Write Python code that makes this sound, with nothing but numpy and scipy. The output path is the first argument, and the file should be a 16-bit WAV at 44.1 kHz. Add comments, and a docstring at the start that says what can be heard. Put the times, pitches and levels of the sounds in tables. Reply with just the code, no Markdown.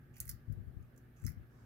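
"""A chameleon chews an insect in a small, quiet room, close to a hand-held camera; mains hum and faint hiss.
0.13-0.32 s: first bite. The shell creaks, then cracks in quick runs of tiny fractures; the room rings.
0.2-0.8 s: the hand bumps the camera softly at the left microphone. Stray cracks follow the bite until 1 s.
1.16-1.41 s: second bite, with a creak, cracks and more bumps.
From 1.45 s: a faint rustle as the camera shifts."""
import sys
import numpy as np
from scipy import signal
from scipy.fft import rfft, irfft
from scipy.io import wavfile
from scipy.ndimage import uniform_filter1d

SR = 44100
rng = np.random.default_rng(int(sys.argv[2]) if len(sys.argv) > 2 else 0)


def int16_out(signal):
    """Quantize to a 16-bit WAV file."""
    q = np.round(np.clip(np.atleast_2d(signal).T, -1, 1) * 32767)
    wavfile.write(sys.argv[1], SR, q.astype(np.int16))


N = 72765

# insect shell spectrum (frequency [Hz], gain [dB])
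SHELL_SPECTRUM = [(300, -33), (1000, -45), (2500, -22.5), (3600, -18), (4600, -9.5), (6500, -8.5),
                  (8300, -9.5), (10000, -3), (11700, 0.5), (13000, -2.5), (15000, -0.5), (16800, -17.5)]


def chewing(echo_count=3):
    """Cracks and creaks of the shell, echoing in the room, dealt in turn among random echo patterns."""
    # (time [s], relative level [dB], length [s], mouth ring [dB], piece ring [dB], piece pitch [Hz])
    cracks = [(.1333, -64, 0.0018, 12, 22, 6750), (.1585, -34, 0.0026, 2, 5, 6000),
              (.1662, -24.5, 0.0037, 12, 5.5, 5060), (.1765, -34, 0.0035, 2, 3, 6000),
              (.1810, -24, 0.0036, -28, 3, 6500), (.2025, -1.5, 0.00066, -21, 4, 7130),
              (.2110, -23.5, 0.0024, 14, 0, 7500), (.2180, -30.5, 0.005, 19, -8, 7500),
              (0.2536, -18, 0.0031, 5.5, -9, 6100), (0.2706, -24.5, 0.0008, 6, 3, 6500),
              (.2765, -21, 0.0018, 8.5, 2, 6150), (.2790, -16.5, 0.0024, 2, -1, 6200),
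              (.2911, -17.5, 0.00052, 4, 8.5, 5160), (.2923, -5, 0.0012, -4, 2.5, 5600),
              (.2947, -7.5, .0018, 0.5, 0.5, 5250), (.3128, -17.5, 0.002, 3, 8.5, 4940),
              (.5241, -29.5, .0008, 10.5, 1, 5600), (0.826, -44.5, 0.0021, 13, 11.5, 6300),
              (0.962, -39, 0.0028, -29, 9, 6750), (0.9763, -32.5, 0.0044, 4, 12.5, 6200),
              (1.1765, -47, .002, -1, 5, 6700), (1.1994, -41, 0.00087, 13, 5, 6700),
              (1.212, -49, 0.0026, 27, -10, 6700), (1.2183, -41.5, 0.0037, -5, 18.5, 7400),
              (1.2400, -28, 0.0013, 18, 2, 6400), (1.2494, -31, 0.0023, -14, 24.5, 6600),
              (1.2650, -12.5, 0.0019, 8.5, 12, 5370), (1.272, -20.5, 0.0025, 13.5, 6, 5650),
              (1.2792, -21.5, 0.0016, 18.5, 13, 5000), (1.289, -21, 0.0072, 7, -7, 5500),
              (1.299, -27.5, 0.005, 15, -10, 5500), (1.3190, -31.5, 0.0011, 10, -5, 5230)]
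    # jaw pressure on the shell (start [s], length [s], relative level [dB], low ring [dB])
    squeezes = [(0.136, 0.095, -72, 9.5), (1.163, 0.15, -76, 0)]
    echo_groups = np.zeros((echo_count, N))
    for source, events in ((crack, cracks), (creak, squeezes)):
        for k, (start_s, *settings) in enumerate(events):
            add(echo_groups[k % echo_count], start_s, source(*settings))
    return sum(microphones(group) for group in echo_groups)


def crack(level_db, length_s, mouth_db, piece_db, piece_hz, size=2048):
    """A dying run of tiny fractures rings the breaking piece, the shell and the hollow mouth."""
    fractures_per_s, spread_db, rise_s = 6400, 0.5, 0.00042
    mouth_hz, mouth_width_hz, piece_width_oct = 1741, 486, 0.4
    t, hz = np.arange(size) / SR, np.fft.rfftfreq(size, 1 / SR)
    onsets = (rng.random(size) < fractures_per_s / SR) | (t == 0)
    fractures = onsets * rng.choice([-1, 1], size) * amp(spread_db * rng.standard_normal(size))
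    envelope = (1 - np.exp(-(t + 1 / SR) / rise_s)) * np.exp(-(t / length_s) ** 2)
    run = rfft(fractures * envelope)
    run /= np.sqrt(uniform_filter1d(abs(run) ** 2, size=60) + 1e-12)  # whiten
    piece = np.exp(-(np.log2((hz + 1) / piece_hz) / piece_width_oct) ** 2)
    below_pitch = 0.5 - 0.5 * np.tanh((hz - 0.854 * piece_hz) / 160)  # the piece radiates less here
    shell = amp(log_interp(SHELL_SPECTRUM, hz) + piece_db * piece - 5.5 * below_pitch)
    mouth = amp(mouth_db - 9.5) / (1 + ((hz - mouth_hz) / mouth_width_hz) ** 4)
    ring = minimum_phase(np.hypot(shell, mouth))
    return amp(level_db - 4.5) * irfft(run * rfft(ring))[:size // 2]


def creak(length_s, level_db, low_db, size=8192):
    """Dense tiny slips, growing with pressure, ring two narrow resonances over a thin fizz."""
    slips_per_s, growth_db, fizz_db = 1500, 1, -7
    low_hz, low_width_hz, high_hz, high_width_hz = 2536, 230, 6420, 760
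    progress, hz = np.arange(size) / SR / length_s, np.fft.rfftfreq(size, 1 / SR)
    slips = unit_rms(rng.standard_normal(size) * (rng.random(size) < slips_per_s / SR))
    envelope = (progress < 1) * amp(level_db + growth_db * np.minimum(progress, 1))
    low_ring = amp(low_db) / (1 + ((hz - low_hz) / low_width_hz) ** 2)
    high_ring = 1 / (1 + ((hz - high_hz) / high_width_hz) ** 2)
    fizz = amp(fizz_db + log_interp(SHELL_SPECTRUM, hz))
    return irfft(rfft(slips * envelope) * unit_rms(low_ring + high_ring + fizz))


def microphones(dry):
    """Jaw sound arrives earlier on the left, smeared by the camera case, louder on the right; room added."""
    # left microphone faces away (frequency [Hz], gain [dB])
    left_shade = [(500, -7), (1500, -3.5), (3000, 2.5), (6000, 0), (9000, 1), (12000, -1.5), (16000, -2.5)]
    case_db, case_t60_s, left_db, lead_samples = 2, 0.0091, -11, 6
    t = np.arange(SR // 100) / SR
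    case = rng.standard_normal(len(t)) * amp(-60 * t / case_t60_s)
    early = np.roll(dry, -lead_samples)
    smear = amp(case_db) * signal.fftconvolve(early, case / np.linalg.norm(case))[:N]
    left, right = np.array([amp(left_db) * (early + smear), dry]) + room(dry)
    return np.array([equalise(left, left_shade), right])


def room(dry):
    """Quick echoes from wall and shelf, then the room tail."""
    # (frequency [Hz], T60 [s])
    decay = [(500, 0.59), (2000, .42), (6000, 0.18), (11000, 0.14), (16000, 0.18)]
    near_db, near_t60_s, tail_db, left_db, rise_s = -5, 0.046, -8, -0.5, 0.00092
    t = np.arange(SR // 2) / SR
    near, tail = rng.standard_normal((2, 2, len(t)))
    rise = 1 - np.exp(-t / rise_s)
    near = near * rise * amp(-60 * t / near_t60_s)
    hz, frame_s, spectra = signal.stft(tail, SR, nperseg=256)
    spectra *= amp(-60 * frame_s / log_interp(decay, hz)[:, None])
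    tail = signal.istft(spectra, SR, nperseg=256)[1][:, :len(t)] * rise
    response = amp(near_db) * near / np.linalg.norm(near[0]) + amp(tail_db) * tail / np.linalg.norm(tail[0])
    return signal.fftconvolve(dry[None], response, axes=1)[:, :N] * amp([[left_db], [0]])


def hand_bumps():
    """Soft, heavily damped thuds of the camera case, each trailed by skin rubbing on it."""
    # (time [s], envelope peak [dB], pitch [Hz])
    bumps = [(0.203, -43.5, 61), (0.2539, -42.5, 67), (0.291, -39, 58.7), (0.332, -40, 99),
             (0.476, -35, 88.6), (0.496, -29, 106.3), (0.515, -32.5, 95.5), (0.5695, -34.5, 97.2),
             (0.5991, -37, 95.4), (0.6635, -36, 61), (0.733, -48, 72), (.764, -36, 85), (0.8, -41.5, 88),
             (1.2223, -36.5, 83), (1.2426, -28.5, 91.7), (1.2560, -33.5, 198), (1.2718, -32.5, 80.6),
             (1.2933, -37, 131), (1.318, -42, 70), (1.3685, -38, 96), (1.407, -47, 83)]
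    # (frequency [Hz], relative level [dB])
    rub_spectrum = [(15, -31.5), (30, -17.5), (50, 3.5), (150, -3.5), (260, -17.5), (450, -32),
                    (1000, -63.5)]
    rise_cycles, right_db = 0.76, -36
    rub_db, rub_rise_s, rub_fade_s = -6.5, 0.0067, 0.036
    t, thuds, rub_power = np.arange(SR // 4) / SR, np.zeros(N), np.zeros(N)
    for start_s, peak_db, hz in bumps:
        age = t * hz / rise_cycles
        thud_envelope = amp(peak_db) * (age * np.exp(1 - age)) ** 2
        add(thuds, start_s, -thud_envelope * np.sin(2 * np.pi * hz * t))
        rub_envelope = amp(peak_db) * np.minimum(t / rub_rise_s, 1) * np.exp(-t / rub_fade_s)
        add(rub_power, start_s, rub_envelope ** 2)
    rub = amp(rub_db) * np.sqrt(rub_power) * stereo_noise(rub_spectrum)
    return (thuds + rub) * amp([[0], [right_db]])


def rustle():
    """A faint rustle swells as the camera shifts."""
    # (time [s], level [dB])
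    swell = [(1.44, -105), (1.52, -76), (1.6, -71.5), (1.65, -74)]
    # (frequency [Hz], relative level [dB])
    spectrum = [(1000, 20), (3000, -4.5), (5500, 6.5), (9000, -1.5), (15000, -44.5)]
    return stereo_noise(spectrum) * amp(np.interp(np.arange(N) / SR, *np.transpose(swell)))


def room_air(level_db=-60, flicker_db=1.75):
    """Room air and microphone hiss, flickering slightly in patches of time and frequency."""
    # (frequency [Hz], relative density [dB])
    spectrum = [(15, -44), (28, -15.5), (45, -6), (64, -14), (92, -5), (134, 0.5), (190, -11), (263, -11.5),
                (439, -21.5), (600, -26.5), (860, -28.5), (1020, -33.5), (1200, -25), (1400, -26),
                (1650, -21.5), (1950, -30), (2690, -36.5), (4370, -45), (7510, -51.5), (14400, -39),
                (16000, -52)]
    # (frequency [Hz], left-right correlation [ratio])
    correlation = [(50, 0.95), (250, 0.82), (1000, 0.15), (3000, 0.067), (12000, 0.035)]
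    # (frequency [Hz], left gain [dB])
    left_tilt = [(30, 3.5), (120, -0.5), (400, 0.5), (700, 2), (1500, -4.5), (3000, -1), (8000, -0.5),
                 (15000, -1)]
    frames, hz = N // 512 + 5, np.fft.rfftfreq(2048, 1 / SR)
    left_re, left_im, own_re, own_im, patches = rng.standard_normal((frames, len(hz), 5)).T
    shared = log_interp(correlation, hz)[:, None]
    left = left_re + 1j * left_im
    right = shared * left + np.sqrt(1 - shared ** 2) * (own_re + 1j * own_im)
    left *= amp(log_interp(left_tilt, hz))[:, None]
    patches = uniform_filter1d(uniform_filter1d(patches, size=16, axis=0), size=4, axis=1)
    gain = amp(log_interp(spectrum, hz)[:, None] + flicker_db * unit_rms(patches))
    air = signal.istft(np.array([left, right]) * gain, nperseg=2048, noverlap=1536)[1][:, :N]
    return amp(level_db) * unit_rms(air)


def mains_hum():
    """Steady partials near multiples of 60 Hz."""
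    # (frequency [Hz], rms level [dB])
    partials = [(59.8, -69), (119.3, -63), (240.3, -73), (360.3, -78.5), (481, -91.5), (602, -93.5)]
    t = np.arange(N) / SR
    return sum(np.sqrt(2) * amp(db) * np.sin(2 * np.pi * (hz * t + rng.random())) for hz, db in partials)


def amp(db):
    """Decibels to gain."""
    return 10 ** (np.asarray(db) / 20)


def unit_rms(x):
    """Scale to rms 1."""
    return x / np.sqrt(np.mean(x ** 2) + 1e-20)


def log_interp(points, hz):
    """Table lookup on a log-frequency axis."""
    point_hz, values = np.transpose(points)
    return np.interp(np.log(hz + 1), np.log(point_hz + 1), values)


def add(mix, start_s, sound):
    """Mix a sound in at start_s."""
    part = mix[..., round(start_s * SR):][..., :sound.shape[-1]]
    part += sound[..., :part.shape[-1]]


def equalise(x, curve):
    """Filter by a (frequency [Hz], gain [dB]) curve."""
    return irfft(rfft(x) * amp(log_interp(curve, np.fft.rfftfreq(N, 1 / SR))), N)


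def stereo_noise(spectrum):
    """Two independent noises of one spectrum, rms 1."""
    return unit_rms(equalise(rng.standard_normal((2, N)), spectrum))


def minimum_phase(gain):
    """Shortest ring with this magnitude spectrum."""
    log_gain = np.log(np.maximum(gain, 1e-5))
    mirrored = np.concatenate([log_gain, log_gain[-2:0:-1]])
    return np.fft.ifft(np.exp(np.conj(signal.hilbert(mirrored)))).real


def scene():
    """Chewing, camera handling and the quiet room, in stereo."""
    return chewing() + hand_bumps() + room_air() + mains_hum() + rustle()


def record(dry):
    """Recorder low cut and band limit."""
    low_cut_hz, band_limit_hz = 22, 16250
    highpass = signal.butter(3, low_cut_hz, "high", fs=SR, output="sos")
    lowpass = signal.firwin(255, band_limit_hz, window=("kaiser", 8), fs=SR)
    return signal.oaconvolve(signal.sosfilt(highpass, dry), lowpass[None], "same")


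dry = scene()
out = record(dry)
int16_out(out)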